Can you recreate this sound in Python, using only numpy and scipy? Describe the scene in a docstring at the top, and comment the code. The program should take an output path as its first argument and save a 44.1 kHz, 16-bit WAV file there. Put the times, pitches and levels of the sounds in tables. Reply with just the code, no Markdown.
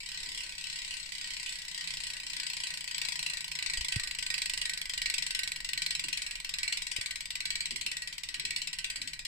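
"""Bicycle freewheel in a garage

A rear wheel coasts: its pawls drop over 18 ratchet teeth, ever more slowly, and hub, cassette and
rim ring on. The ratchet runs slightly off centre, so the buzz swells once a turn.
A hand-held microphone moves in close, with a few bumps and rubs, over room air and a faint low hum."""
import sys
import numpy as np
from scipy import signal
from scipy.fft import rfft, irfft
from scipy.io import wavfile
from scipy.ndimage import uniform_filter1d

SR = 44100
rng = np.random.default_rng(int(sys.argv[2]) if len(sys.argv) > 2 else 0)


def store_wav(level_fs):
    """Save 16-bit WAV to argv[1]."""
    pcm = np.round(np.clip(np.atleast_2d(level_fs), -1, 1) * 32767)
    wavfile.write(sys.argv[1], SR, pcm.T.astype(np.int16))


N = 408793
TEETH = 18
RIGHT_DELAY_S = .0006  # sound reaches the left channel first


def ratchet(times, teeth, level_db=1.91, hard_db=3.0, clack_db=8, ping_db=-5.5, lead_s=.0041, size=8192):
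    """Each pawl drop rings the hub: a clack that swells twice a turn, a cassette ping that swells once."""
    # colour of a pawl strike: f/Hz, level/dB
    strike_colour = [(820, -43.5), (1400, -26.5), (1490, -20), (1760, -24.5), (1930, -2.5), (2090, -10.5),
                     (3500, -10.5), (4070, -3.5), (5180, -2.5), (6080, -13), (6930, -12), (7900, -0.5),
                     (10400, -20.5), (14400, -33), (15500, -21)]
    hz, out = np.fft.rfftfreq(size, 1 / SR), np.zeros((2, N))
    rings = hub_rings(hz)
    wear_db = 1.14 * rng.standard_normal((TEETH, 3))  # each tooth's own strength, clack and ping
    clack, ping, fizz = hump(hz, 2770, 0.29), hump(hz, 9600, 0.26), hump(hz, 19200, 0.78)
    renew_rad = 0.92
    for s, tooth in zip(times, teeth):
        near_db, _, pan_db = mic_position(s)
        vary_db = wear_db[tooth] + 0.55 * rng.standard_normal(3)
        pan_db = pan_db + 2.25 * rng.standard_normal()
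        if tooth == 0:  # the hand has moved since the last turn, so the fine peaks shift
            rings = whiten(np.cos(renew_rad) * rings + np.sin(renew_rad) * hub_rings(hz))
        colour_db = curve_at(strike_colour, hz) + near_db + vary_db[0] + hard_db * hardness(s, tooth)
        colour_db += force_db(tooth) * (1 - 0.86 * fizz)  # the top treble follows the force less
        colour_db += clack * (clack_db + 0.5 * lobes(tooth, peak_tooth=6.16, count=2) + vary_db[1])
        colour_db += ping * (ping_db + 2.7 * lobes(tooth, peak_tooth=12.8) + vary_db[2])
        click = irfft(rings[tooth] * pawl_drop(hz) * struck_body(colour_db))
        add(out, s - lead_s, click * gain_of([[pan_db / 2], [-pan_db / 2]]))
    return gain_of(level_db) * out


def pawl_drop(hz, spread_s=.0007, scrape_db=-17, scrape_s=0.00133, lead_s=.004, size=8192, pawls=3):
    """Spectrum of one drop: the pawls scrape off the tooth's edge and land almost together."""
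    t = np.arange(size) / SR - lead_s
    landings = lead_s + abs(rng.normal(0, spread_s, (pawls, 1)))
    force = gain_of(rng.normal(0, 4.1, (pawls, 1)))
    blows = (force * np.exp(-2j * np.pi * hz * landings)).sum(0)
    scrape = rfft(rng.standard_normal(size) * np.exp(-abs(t) / scrape_s))
    return whiten(unit_rms(blows) + gain_of(scrape_db) * unit_rms(scrape), bins=301)


def hub_rings(hz, crack_s=0.0062, ring_s=0.012, ring_db=-10, direct_db=-12, damp_db=7, size=8192):
    """Dense metal modes, struck at another spot by each tooth: first arrival, crack, duller ring."""
    t = np.arange(size) / SR
    modes = rng.standard_normal((TEETH, 2, size))
    crack = rfft(modes * np.exp(-t / crack_s))
    ring = rfft(modes * np.exp(-t / ring_s) * (1 - np.exp(-t / crack_s)))
    body = whiten(crack + gain_of(ring_db) * ring * struck_body(-damp_db * hump(hz, 12000, 0.17)))
    direct = np.exp(-2j * np.pi * hz * np.array([[0], [RIGHT_DELAY_S]]))
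    return whiten(body + gain_of(direct_db) * direct * np.minimum(hz / 7000, 1))


def turns(s, start_turns=-.06179, turns_per_s=1.96301, drag_per_s=.04, friction_per_s2=.054287):
    """The wheel's angle in turns at time s, as air drag and bearing friction slow it."""
    coast = (1 - np.exp(-drag_per_s * s)) / drag_per_s
    return start_turns + turns_per_s * coast - friction_per_s2 * (s - coast) / drag_per_s


def drop_times(wobble_s=0.00033):
    """Time and tooth of every click; the off-centre ratchet makes them run early and late by turns."""
    clock = np.arange(N) / SR
    passed = TEETH * turns(clock)
    clicks = np.arange(np.ceil(passed[0]), passed[-1]).astype(int)
    times = np.interp(clicks, passed, clock) + wobble_s * lobes(clicks, peak_tooth=16.5)
    return times, clicks % TEETH


def force_db(tooth, off_centre_db=2, oval_db=0.5):
    """How hard the pawls drop from this tooth of the slightly off-centre, slightly oval ratchet."""
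    return off_centre_db * lobes(tooth, peak_tooth=7.86) + oval_db * lobes(tooth, 3.66, count=2)


def hardness(s, tooth):
    """How hard the pawls land from this tooth (0-1), heard best from the axle's end."""
    # stretches of hard landings: middle/tooth, half width/teeth, hardness/0-1
    hard_teeth = [(5.6, 1.73, 0.74), (10.3, 0.46, 0.04), (14, 1.06, 0.25)]
    _, axle_view, _ = mic_position(s)
    landing = sum(hard * np.exp(-.5 * ((tooth - mid) / width) ** 2) for mid, width, hard in hard_teeth)
    return axle_view * landing


def pawl_snaps(times, teeth, level_db=-7.5, axle_db=5.0, hard_db=4.0, vary_db=2.5,
               late_s=.0003, rise_s=0.00034, decay_s=0.0025, size=1024):
    """The pawls seat with a dry, gritty snap of steel on steel, which carries only a short way."""
    t, hz, out = np.arange(size) / SR, np.fft.rfftfreq(size, 1 / SR), np.zeros((2, N))
    # colour of the snap: f/Hz, level/dB
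    steel = [(1200, -36.5), (2200, -1.0), (5000, -11.5), (6400, -29.0), (8300, -7.0),
             (11000, -22), (15000, -20.5)]
    colour = struck_body(curve_at(steel, hz))
    burst = np.exp(-t / decay_s) * (1 - np.exp(-t / rise_s))
    for s, tooth in zip(times, teeth):
        grit = whiten(rfft(rng.standard_normal((2, size)) * burst), bins=61)
        near_db, axle_view, _ = mic_position(s)
        db = level_db + 1.55 * near_db + axle_db * axle_view
        db += 0.56 * force_db(tooth) + hard_db * hardness(s, tooth) + vary_db * rng.standard_normal()
        add(out, s + late_s, gain_of(db) * irfft(grit * colour))
    return out


def hub_chime(times, teeth, level_db=-1, vary_db=1.0, rise_s=0.00058):
    """Hard landings set the hub chiming briefly, always on the same few tones."""
    # hub modes that only a hard landing wakes: f/Hz, level/dB, t60/s
    chime_modes = [(2262, -4.5, 0.043), (2404, -11.5, .04), (4140, -4, 0.032), (4336, -11.5, .04),
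                   (7820, -9, .06)]
    t, out = np.arange(SR // 10) / SR, np.zeros((2, N))
    for s, hard in zip(times, hardness(times, teeth)):
        for hz, db, t60 in chime_modes:
            phase = 2 * np.pi * rng.random((2, 1))
            ring = np.sin(2 * np.pi * hz * t + phase) * ring_envelope(t, t60, rise_s)
            force = hard * gain_of(db + vary_db * rng.standard_normal())
            add(out, s, force * ring / np.linalg.norm(ring))
    return gain_of(level_db) * out


def wheel_ring(times, teeth, level_db=-9.0, vary_db=2.5, beam_hz=900, scatter_s=0.00016):
    """The clicks ring rim, spokes and sprockets; each mode swells as a lobe passes the microphone."""
    # wheel modes with one lobe and with two: f/Hz, level/dB, t60/s, swing/dB, peak/tooth
    one_lobe_modes = [(586.8, -44, .35, 7, 12.5), (7700, -21, .1, 3, 8), (7870, -20, .09, 3, 8),
                      (8010, -22, .09, 3, 8)]
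    two_lobe_modes = [(1186, -39, 0.35, 3.5, 3.4), (1519, -28.5, 0.26, 4.9, 4),
                      (1532, -31, 0.78, 8.3, 2.55), (1680, -28, 0.48, 4.1, 4.2),
                      (1894, -17, 0.15, 6.4, 4.63), (1894, -24, 0.061, 4.3, 9.8),
                      (2013, -21.5, 0.16, 5.7, 2.1), (2275, -16.5, 0.015, 3.7, 5.97),
                      (4068, -15.5, 0.026, 4.2, 5.45)]
    t, out = np.arange(SR // 3) / SR, np.zeros((2, N))
    for count, modes in enumerate([one_lobe_modes, two_lobe_modes], 1):
        for hz, db, t60, swing_db, peak_tooth in modes:
            # low modes fill the room, so nearness lifts them less
            near_db = 2.44 * mic_position(times)[0] / (1 + (beam_hz / hz) ** 2)
            swell_db = swing_db * lobes(teeth, peak_tooth, count)
            force = gain_of(db + near_db + swell_db + vary_db * rng.standard_normal(len(times)))
            # the pawls never land quite alike, which scatters the phase of the higher modes
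            blows = force[:, None] * np.exp(2j * np.pi * hz * rng.normal(0, scatter_s, (len(times), 2)))
            ring = np.exp(2j * np.pi * hz * t) * ring_envelope(t, t60, rise_s=0.00014)
            ring /= np.linalg.norm(ring.imag)
            for s, blow in zip(times, blows):
                add(out, s, (blow[:, None] * ring).imag)
    return gain_of(level_db) * out


def spoke_swirl(x, path_s=0.00014, smooth_samples=1200):
    """The spinning spokes keep changing the path to each channel, which blurs the ringing tones."""
    at = np.arange(N)
    drift = uniform_filter1d(rng.standard_normal((2, N)), smooth_samples)
    drift = uniform_filter1d(drift, smooth_samples)
    return np.array([np.interp(at + path_s * SR * unit_rms(d), at, side) for d, side in zip(drift, x)])


def hub_whirr(times, swing_db=2.5, oval_db=1):
    """Soft, identical knocks of the hub shell fuse into a whirr that sinks as the wheel slows."""
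    # tones of one knock: f/Hz, level/dB, envelope time constant/s
    knock_tones = [(985, 0, .0035), (810, -10, .004)]
    # fader of the whirr: t/s, level/dB
    whirr_fader = [(0.0, -69.5), (1.0, -71.5), (2.1, -67.5), (3.1, -62.5), (5.2, -66), (7.2, -66.5),
                   (9.27, -69.5)]
    t, clock, out = np.arange(SR // 10) / SR, np.arange(N) / SR, np.zeros((2, N))
    stereo_phase = np.array([[0], [np.pi / 2]])
    knock = sum(gain_of(db) * (t / tau * np.exp(-t / tau)) ** 2
                * np.sin(2 * np.pi * hz * t - stereo_phase) for hz, db, tau in knock_tones)
    for s in times:
        add(out, s, knock)
    tooth = TEETH * turns(clock)
    swell_db = swing_db * lobes(tooth, peak_tooth=8) + oval_db * lobes(tooth, peak_tooth=1, count=2)
    return unit_rms(out) * gain_of(np.interp(clock, *np.transpose(whirr_fader)) + swell_db)


def garage(x, wet_db=-4.5, build_s=0.006, paths=6):
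    """Reflections off floor and walls: the turning wheel crossfades between their paths."""
    # reverb time of the garage: f/Hz, t60/s
    decay_times = [(500, 1), (2000, 0.4), (4500, 0.2), (8000, 0.18), (15000, 0.23)]
    clock, out = np.arange(N) / SR, np.zeros((2, N))
    send = x * gain_of(wet_db - 0.9 * mic_position(clock)[0])  # the closer, the drier
    angle = turns(clock)
    for path in range(paths):
        taps = rng.standard_normal((2, SR // 2)) * (rng.random((2, SR // 2)) < .12)
        taps *= 1 - np.exp(-(np.arange(SR // 2) / SR / build_s) ** 2)
        hz, t, bands = signal.stft(taps, SR, nperseg=256)
        bands = bands * gain_of(-60 * t / curve_at(decay_times, hz)[:, None])
        tail = signal.istft(bands, SR, nperseg=256)[1]
        away = abs((angle * paths - path + paths / 2) % paths - paths / 2)
        share = np.cos(np.pi / 2 * np.minimum(away, 1))
        out += signal.oaconvolve(send * share, tail / np.linalg.norm(tail[0]), axes=1)[:, :N]
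    return out


def mic_position(s):
    """Nearness, view of the axle's end and balance of the hand-held microphone at time s."""
    # the hand's path: t/s, nearness/dB, axle view/0-1, left minus right/dB
    mic_path = [(0.0, -3, 0, -1.5), (1.0, -3.5, 0.14, -0.6), (2.1, -1.35, .1, -1.6), (3.1, 0.7, 0.64, 0.2),
                (4.1, 2.5, 0.28, -4.8), (5.2, 3, 0.66, -3.5), (6.3, 0.7, 1, -2.3), (7.5, 1.2, 1, -1.2),
                (8.4, 0.2, 1, -1), (9.27, 1.2, 0.3, -2)]
    when, *columns = np.transpose(mic_path)
    return [np.interp(s, when, column) for column in columns]


def handling(tap_hz=480, tap_s=0.00064):
    """Dull bumps and soft finger rubs reach both channels through the microphone's housing."""
    # bumps: t/s, level/dB, f/Hz, t60/s, tap over thud/dB
    bumps = [(3.778, -27, 24.7, 0.095, -24), (3.81, -28.5, 50, 0.055, -27),
             (3.9626, -15.5, 106, 0.039, -29), (6.047, -45, 300, 0.056, -15),
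             (6.986, -29, 77, 0.027, -12.5)]
    # rubs: t/s, level/dB, length/s, upper edge/Hz
    rubs = [(0.149, -66.5, 0.5, 530), (6.035, -62, 0.14, 380), (7.70, -54, 0.11, 354),
            (7.84, -61.5, 0.096, 348), (8.357, -62, 0.26, 410), (8.96, -60, 0.24, 290)]
    out, t = np.zeros((2, N)), np.arange(SR // 4) / SR
    for s, db, hz, t60, tap_db in bumps:
        thud = -np.sin(2 * np.pi * hz * t) * ring_envelope(t, t60, rise_s=0.0033)
        tap = np.sin(2 * np.pi * tap_hz * t) * t / tap_s * np.exp(1 - t / tap_s)
        add(out, s, gain_of(db) * (thud + gain_of(tap_db) * tap))
    for s, db, length, top_hz in rubs:
        progress = np.arange(SR) / SR / length
        band = signal.butter(4, [70, top_hz], "band", fs=SR, output="sos")
        grit = unit_rms(signal.sosfilt(band, rng.standard_normal(SR)))
        add(out, s, gain_of(db) * grit * 4 * progress * np.exp(1 - 4 * progress))
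    return out


def room_tone(air_db=-62, hum_swing_db=2.5):
    """Still air, the rumble of an unsteady hand and a low hum that swells a little with each turn."""
    # colour of the air: f/Hz, level/dB
    air_colour = [(15, -2), (28, 0), (45, -9), (75, -14), (120, -14), (200, -18), (300, -24), (430, -31),
                  (750, -33), (2000, -37), (15000, -45)]
    # likeness of left and right: f/Hz, correlation/0-1
    stereo_likeness = [(30, 1), (90, 1), (180, 0.96), (350, 0.78), (700, 0.76), (2000, 0.13)]
    # resonances of the hum: f/Hz, half width/Hz, level/dB
    hum_peaks = [(157.4, 14.5, 2), (304, 17, -10)]
    # faders of rumble and hum: t/s, level/dB
    rumble_fader = [(0.0, -59), (2.6, -63.5), (3.2, -69.5), (3.8, -54.5), (9.27, -61.5)]
    hum_fader = [(0.0, -75.5), (0.9, -72), (2.3, -65.5), (4.8, -69.5), (5.9, -65), (6.7, -74.5), (7.6, -67),
                 (9.27, -68.5)]
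    hz, t = np.fft.rfftfreq(N, 1 / SR), np.arange(N) / SR
    alike = np.clip(curve_at(stereo_likeness, hz), -1, 1)

    def noise(colour):
        left, other = rfft(rng.standard_normal((2, N)))
        right = alike * left + np.sqrt(1 - alike ** 2) * other
        return unit_rms(irfft(np.array([left, right]) * colour, N))
    air = gain_of(air_db) * noise(gain_of(curve_at(air_colour, hz)))
    rumble = noise(hz / (hz + 10) / (1 + (hz / 32) ** 3))
    rumble_db = np.interp(t, *np.transpose(rumble_fader))
    hum = noise(sum(gain_of(db) / (1 + ((hz - f) / width) ** 2) for f, width, db in hum_peaks))
    hum_db = np.interp(t, *np.transpose(hum_fader))
    hum_db += hum_swing_db * lobes(TEETH * turns(t), peak_tooth=6.7)
    return air + rumble * gain_of(rumble_db) + hum * gain_of(hum_db)


def lobes(tooth, peak_tooth, count=1):
    """A swing of +-1 that repeats count times a turn."""
    return np.cos(2 * np.pi * count * (tooth - peak_tooth) / TEETH)


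def ring_envelope(t, t60, rise_s):
    """A quick attack, then a fall of 60 dB in t60 seconds."""
    return gain_of(-60 * t / t60) * (1 - np.exp(-t / rise_s))


def struck_body(db):
    """Minimum-phase spectrum with this colour: it rings only after the blow."""
    log_gain = np.log(gain_of(np.r_[db, db[-2:0:-1]]))
    return np.exp(np.conj(signal.hilbert(log_gain)))[:len(db)]


def whiten(spectrum, bins=161):
    """Takes the broad colour out of a spectrum and keeps its fine peaks."""
    return spectrum / np.sqrt(uniform_filter1d(abs(spectrum) ** 2, bins, axis=-1) + 1e-12)


def hump(hz, centre_hz, octaves):
    """A bell on the log-frequency axis."""
    return np.exp(-.5 * (np.log2((hz + 1) / centre_hz) / octaves) ** 2)


def curve_at(points, hz):
    """Reads a table on a log-frequency axis."""
    f, value = np.transpose(points)
    return np.interp(np.log(hz + 1), np.log(f + 1), value)


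def gain_of(db):
    """Decibels to amplitude."""
    return 10 ** (np.asarray(db) / 20)


def unit_rms(x):
    """Scales to rms 1."""
    return x / np.sqrt(np.mean(x ** 2) + 1e-20)


def add(mix, s, sound):
    """Lays a sound into the stereo mix at time s."""
    part = mix[:, max(round(s * SR), 0):][:, :sound.shape[-1]]
    part += sound[..., :part.shape[1]]


def scene():
    """Wheel and whirr with their reflections, dry snaps on top, room tone and handling beneath."""
    times, teeth = drop_times()
    wheel = ratchet(times, teeth) + hub_chime(times, teeth) + spoke_swirl(wheel_ring(times, teeth))
    whirr = hub_whirr(times)
    whirr = whirr + garage(whirr, wet_db=-6, paths=1)
    left, right = room_tone() + handling()
    bed = np.array([left, np.roll(right, round(RIGHT_DELAY_S * SR))])
    return wheel + garage(wheel) + pawl_snaps(times, teeth) + whirr + bed


def record(dry, cutoff_hz=15350):
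    """Each channel's own colour, then a steep high cut."""
    # colour of the left channel over the right: f/Hz, level/dB
    stereo_tilt = [(600, -0.9), (1400, 0), (2800, 1.8), (5000, 3.5), (7800, 6), (9500, -5.5), (13000, -1)]
    tilt_db = curve_at(stereo_tilt, np.fft.rfftfreq(N, 1 / SR))
    coloured = irfft(rfft(dry) * gain_of([tilt_db / 2, -tilt_db / 2]), N)
    high_cut = signal.firwin(255, cutoff_hz, window=("kaiser", 8), fs=SR)
    return signal.oaconvolve(coloured, high_cut[None], "same")


dry = scene()
out = record(dry)
store_wav(out)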